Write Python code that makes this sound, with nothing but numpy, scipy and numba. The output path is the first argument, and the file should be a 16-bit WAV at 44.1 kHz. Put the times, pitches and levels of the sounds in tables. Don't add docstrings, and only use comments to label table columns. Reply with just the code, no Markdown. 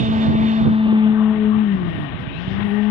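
import sys
import numpy as np
from scipy import signal
from scipy.io import wavfile
from scipy.ndimage import uniform_filter1d, map_coordinates
from numba import njit

SR = 44100
rng = np.random.default_rng(int(sys.argv[2]) if len(sys.argv) > 2 else 0)


def undo_db(level):
    steps = np.asarray(level, float) / 20
    return 10 ** steps


def dump_mix(stems):
    frames = np.atleast_2d(stems).T
    limited = np.clip(frames, -1, 1)
    pcm = np.round(limited * 32767).astype(np.int16)
    wavfile.write(sys.argv[1], SR, pcm)


N = 127890
TIME_S = np.arange(N) / SR

# time in seconds, mean rotation rate in Hz, tone in dB, octave in dB.
ECCENTRIC = [(0, 221.8, -25, -35), (.16, 220.4, -21, -41), (.8, 218.9, -17, -43.5),
             (.95, 217.2, -15.5, -38.5), (1.3, 216.3, -16, -34), (1.34, 215.6, -20, -34),
             (1.44, 213.3, -18, -28), (1.62, 214.3, -14.5, -41.5), (1.7, 200, -19.5, -35.5),
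             (1.74, 193.3, -20, -39.5), (1.78, 185.2, -27, -33.5), (1.87, 170, -27, -38),
             (1.95, 158.9, -32.5, -38.5), (2.05, 143.9, -34, -35), (2.14, 129.5, -49, -53),
             (2.22, 122.9, -40, -38), (2.3, 149, -52, -41), (2.35, 161.8, -33.5, -50.5),
             (2.46, 187.4, -28, -46), (2.62, 203.8, -23.5, -46), (2.66, 206.1, -20.5, -36),
             (2.71, 201.1, -23, -35), (2.74, 207.5, -20.5, -30), (2.9, 211.3, -18, -37)]
# time in seconds, third partial in dB, fourth partial in dB.
UPPER_PARTIALS = [(0, -42, -47), (.25, -40, -38.5), (.55, -40, -46), (.8, -40, -46.5), (.95, -62, -39.5),
                  (1.3, -41.5, -54.5), (2.1, -61, -54), (2.9, -48, -42)]
# time in seconds, level in dB.
WHINE_LEVEL = [(0, -45), (.9, -52), (1.3, -56.5), (1.6, -76)]
# centre in Hz, nominal width in Hz, weight in dB.
RESONANCES = [(300, 72, -1), (654, 91, 1), (843, 130, 1.5), (1121, 258, 4), (1538, 160, -0.5),
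              (1850, 290, -1.5), (1847, 58, -0.5), (2130, 500, -3), (2840, 640, 0.5), (3350, 990, -4.5),
              (4120, 780, -8.5), (5000, 1400, -18), (7000, 1500, -23)]
# time in seconds, level in dB, tilt in dB per octave about 1500 Hz.
RATTLE_LEVEL = [(0, -35, 1.5), (.5, -34.5, -0.5), (.72, -35, -0.25), (1.5, -35, -1.5), (1.8, -34, 0.5),
                (2.34, -34, 0.5), (2.5, -33.5, 2), (2.9, -34, -1)]
# time in seconds, weight in dB.
RING_WEIGHT = [(0, -5), (1.2, 0), (1.5, 2), (2.05, -0.5), (2.3, -4.5), (2.65, 4.5)]
# time in seconds, left port in dB, right port in dB.
WIND_LEVEL = [(0, -39, -13), (.12, -30.5, -18), (.22, -37, -24), (.33, -31.5, -17), (.45, -28.5, -23),
              (.54, -33.5, -23), (.68, -52.5, -17), (.76, -32, -28.5), (.95, -45, -26), (1.4, -35, -33),
              (1.65, -42, -35.5), (1.75, -33.5, -30.5), (1.86, -30, -32), (1.96, -28.5, -35),
              (2.04, -37.5, -29.5), (2.2, -30.5, -32), (2.33, -31, -31.5), (2.6, -23.5, -35),
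              (2.7, -32, -28.5), (2.9, -39, -56)]
# centre in seconds, half the peak in dB, frequency in Hz.
RIGHT_BUFFETS = [(0.039, -38, 250), (.1, -23, 219), (0.308, -18, 250), (0.354, -15, 360), (0.657, -15, 156),
                 (0.676, -21, 171), (0.928, -12, 300), (1.752, -15.5, 173), (2.147, -18.5, 149),
                 (2.196, -25, 148), (2.278, -19.5, 130), (2.481, -14.5, 148)]
# centre in seconds, length in seconds, from in Hz, to in Hz, level in dB.
SQUEAK_GLIDES = [(2.338, 0.12, 2450, 2700, -38), (2.376, 0.12, 3700, 4480, -44)]
# start in seconds, level in dB, length in seconds.
SCRAPE_BURSTS = [(2.562, -39, .02), (2.599, -29, .014), (2.617, -32, .02)]
# time in seconds, share of rattle passing near 5 kHz in dB, thin hiss in dB.
LEFT_TREBLE = [(1.5, -20.5, -110), (1.8, -14.5, -80.5), (1.97, -14.5, -68), (2.25, -16, -81.5),
               (2.55, -2.5, -77.5), (2.68, -19, -66.5), (2.8, -10.5, -75.5)]
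# time in seconds, corner of each low-pass in Hz, gain in dB,
# lead ahead of the low-passes in samples.
RIGHT_PORT = [(0, 9500, 4, 19), (.6, 8500, 1, 18.56), (.9, 4600, 2.5, 16.8), (1.15, 2000, -0.5, 23.6),
              (1.4, 950, -1.5, 29), (1.7, 760, -2.5, 21), (2., 600, -3.5, 26), (2.5, 600, -12.5, 39),
              (2.9, 680, -10, 49)]
# time in seconds, gain in dB.
RIGHT_NOISE_GAIN = [(0, 3), (.09, -1), (.23, 4), (.35, -2), (.5, 3.5), (.65, 1), (.69, -4)]

SPEED_WAVER_RATIO, TONE_FLICKER_DB, UPPER_FLICKER_DB = 0.0027, 0.52, 2.5
LABOUR_DB = 5.0
WHINE_PER_TURN, WHINE_FLICKER_DB = 16.33, 3
GATE_DEPTH, GATE_DECAY_TURNS = 0.25, 0.31
PORT_UNLIKENESS = 0.47
BAND_SWELL_DB, BAND_FLICKER_DB, RING_HZ = 1.0, 1.5, 1850.0
WIND_HZ, WIND_WIDTH_HZ, GUST_DB = (92, 136.4), (115, 120), (2.0, 3.0)
GUSTS_PER_S, WIND_TOP_HZ, RUMBLE_HZ, RUMBLE_DB = 35.0, 600.0, 37.3, -42.5
BUFFET_CYCLES = 0.45
SQUEAK_WIDTH_HZ, SCRAPE_HZ, SCRAPE_WIDTH_HZ = 130.0, 1100.0, 1500.0
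BOTH_PORTS_DB, RIGHT_TONE_DB, LEFT_TOP_HZ = 3.5, -6.5, 3726
AIR_HZ, AIR_WIDTH_HZ, TREBLE_SWING_DB = 5230, 1500, 2.5
HISS_HZ, HISS_WIDTH_HZ = 10700.0, 500.0


def columns(rows):
    rows = np.array(rows, float)
    return [np.interp(TIME_S, rows[:, 0], c) for c in rows[:, 1:].T]


def unit(x):
    return x / np.sqrt(np.mean(x ** 2))


@njit
def svf(x, hz, width):
    band, low = np.empty(len(x)), np.empty(len(x))
    b, l = 0., 0.
    for i in range(len(x)):
        g = np.tan(np.pi * hz[i] / SR)
        k = width[i] / hz[i]
        v = (b + g * (x[i] - l)) / (1 + g * (g + k))
        low[i] = l + g * v
        band[i] = k * v
        b = 2 * v - b
        l = 2 * low[i] - l
    return band, low


def ring(x, hz, width_hz):
    hz = hz + np.zeros(N)
    stage_width_hz = 1.452 * width_hz + np.zeros(N)
    once = svf(x, hz, stage_width_hz)[0]
    return svf(once, hz, stage_width_hz)[0]


def walk(rate_per_s):
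    hold = int(SR / rate_per_s)
    steps = np.repeat(rng.standard_normal(N // hold + 1), hold)
    return 1.46 * uniform_filter1d(uniform_filter1d(steps, hold), hold)[:N]


def tones(hz, turns):
    _, tone_db, octave_db = columns(ECCENTRIC)
    third_db, fourth_db = columns(UPPER_PARTIALS)
    flicker_db = TONE_FLICKER_DB + LABOUR_DB * 2 * (1 - hz / hz.max())
    out = undo_db(tone_db + flicker_db * walk(29.975)) * np.sin(2 * np.pi * turns)
    partials = ((2, octave_db, 0.5), (3, third_db, 1), (4, fourth_db, 1))
    for multiple, db, flicker_share in partials:
        level = undo_db(db + UPPER_FLICKER_DB * flicker_share * walk(45))
        out += level * np.cos(2 * np.pi * multiple * turns)
    return np.sqrt(2) * out


def whine(turns):
    level = undo_db(columns(WHINE_LEVEL)[0] + WHINE_FLICKER_DB * walk(60))
    return np.sqrt(2) * level * np.sin(2 * np.pi * WHINE_PER_TURN * turns)


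def rattle(turns):
    level_db, tilt = columns(RATTLE_LEVEL)
    ring_db = columns(RING_WEIGHT)[0]
    gate = 1 - GATE_DEPTH + GATE_DEPTH * unit(np.exp(-(turns % 1) / GATE_DECAY_TURNS))
    out = np.zeros((2, N))
    for hz, width_hz, weight_db in RESONANCES:
        common, left, right = rng.standard_normal((3, N))
        gain_db = weight_db + ring_db * (abs(hz - RING_HZ) < 150) + tilt * np.log2(hz / 1500)
        gain_db = gain_db + BAND_SWELL_DB * walk(4.8) + BAND_FLICKER_DB * walk(16)
        bands = [ring(gate * (common + PORT_UNLIKENESS * own), hz, width_hz) for own in (left, right)]
        out += undo_db(gain_db) * np.array(bands) / np.sqrt(width_hz / 200)
    return unit(out) * undo_db(level_db)


def wind():
    out = []
    soften = signal.butter(2, WIND_TOP_HZ, fs=SR, output="sos")
    for db, hz, width_hz, gust_db in zip(columns(WIND_LEVEL), WIND_HZ, WIND_WIDTH_HZ, GUST_DB):
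        push = rng.standard_normal(N) * undo_db(db + gust_db * walk(GUSTS_PER_S))
        push = signal.sosfilt(soften, ring(push, hz, width_hz)) * np.sqrt(SR / 2 / width_hz)
        rumble = ring(rng.standard_normal(N) * undo_db(RUMBLE_DB), RUMBLE_HZ, RUMBLE_HZ)
        out.append(push + rumble * np.sqrt(SR / 2 / RUMBLE_HZ))
    return np.array(out)


def buffets():
    out = np.zeros(N)
    for centre_s, db, hz in RIGHT_BUFFETS:
        cycles = (TIME_S - centre_s) * hz
        bell = np.exp(-(cycles / BUFFET_CYCLES) ** 2)
        out += 2 * undo_db(db) * bell * np.cos(2 * np.pi * cycles + 1)
    return out


def squeaks():
    out = np.zeros(N)
    for centre_s, length_s, from_hz, to_hz, db in SQUEAK_GLIDES:
        u = (TIME_S - centre_s) / length_s
        hz = from_hz + (to_hz - from_hz) * np.clip(u + 0.5, 0, 1)
        noise = unit(ring(rng.standard_normal(N), hz, SQUEAK_WIDTH_HZ))
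        out += undo_db(db) * np.exp(-(2 * u) ** 2) * noise
    return out


def scrapes():
    envelope = np.zeros(N)
    for start_s, db, length_s in SCRAPE_BURSTS:
        half_s = length_s / 2
        envelope += undo_db(db) * np.exp(-((TIME_S - start_s - half_s) / half_s) ** 4)
    return envelope * unit(ring(rng.standard_normal(N), SCRAPE_HZ, SCRAPE_WIDTH_HZ))


def left_port(tone, noise, shaft):
    share_db, hiss_db = columns(LEFT_TREBLE) + TREBLE_SWING_DB * walk(22)
    steep = signal.cheby1(5, .3, LEFT_TOP_HZ, fs=SR, output="sos")
    low = signal.sosfiltfilt(steep, tone + noise)
    air = undo_db(share_db) * ring(shaft, AIR_HZ, AIR_WIDTH_HZ)
    hiss = undo_db(hiss_db) * unit(ring(rng.standard_normal(N), HISS_HZ, HISS_WIDTH_HZ))
    return (low + air) * undo_db(BOTH_PORTS_DB) + hiss


def right_port(tone, noise):
    corner_hz, gain_db, lead = columns(RIGHT_PORT)
    mix = tone * undo_db(RIGHT_TONE_DB) + noise * undo_db(columns(RIGHT_NOISE_GAIN)[0])
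    out = map_coordinates(mix, [np.arange(N) + lead], mode="nearest")
    for damping in (1.5, 2.2, 1.):
        out = svf(out, corner_hz, damping * corner_hz)[1]
    return out * undo_db(gain_db + BOTH_PORTS_DB)


def scene():
    hz = columns(ECCENTRIC)[0] * (1 + SPEED_WAVER_RATIO * walk(12))
    turns = np.cumsum(hz) / SR
    tone = tones(hz, turns)
    shaft = rattle(turns)
    noise = shaft + whine(turns) + squeaks() + scrapes()
    ports = np.array([left_port(tone, noise[0], shaft[0]), right_port(tone, noise[1])])
    ports += wind()
    ports[1] += buffets()
    return ports


def low_pass(x):
    return signal.sosfilt(signal.butter(12, 11950, fs=SR, output="sos"), x)


def record(dry):
    high_pass = signal.butter(2, 45, "high", fs=SR, output="sos")
    left, right = signal.sosfilt(high_pass, dry)
    right = 0.58506 * np.tanh(right / 0.6006)
    return low_pass(np.array([left, right]))


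dry = scene()
out = record(dry)
dump_mix(out)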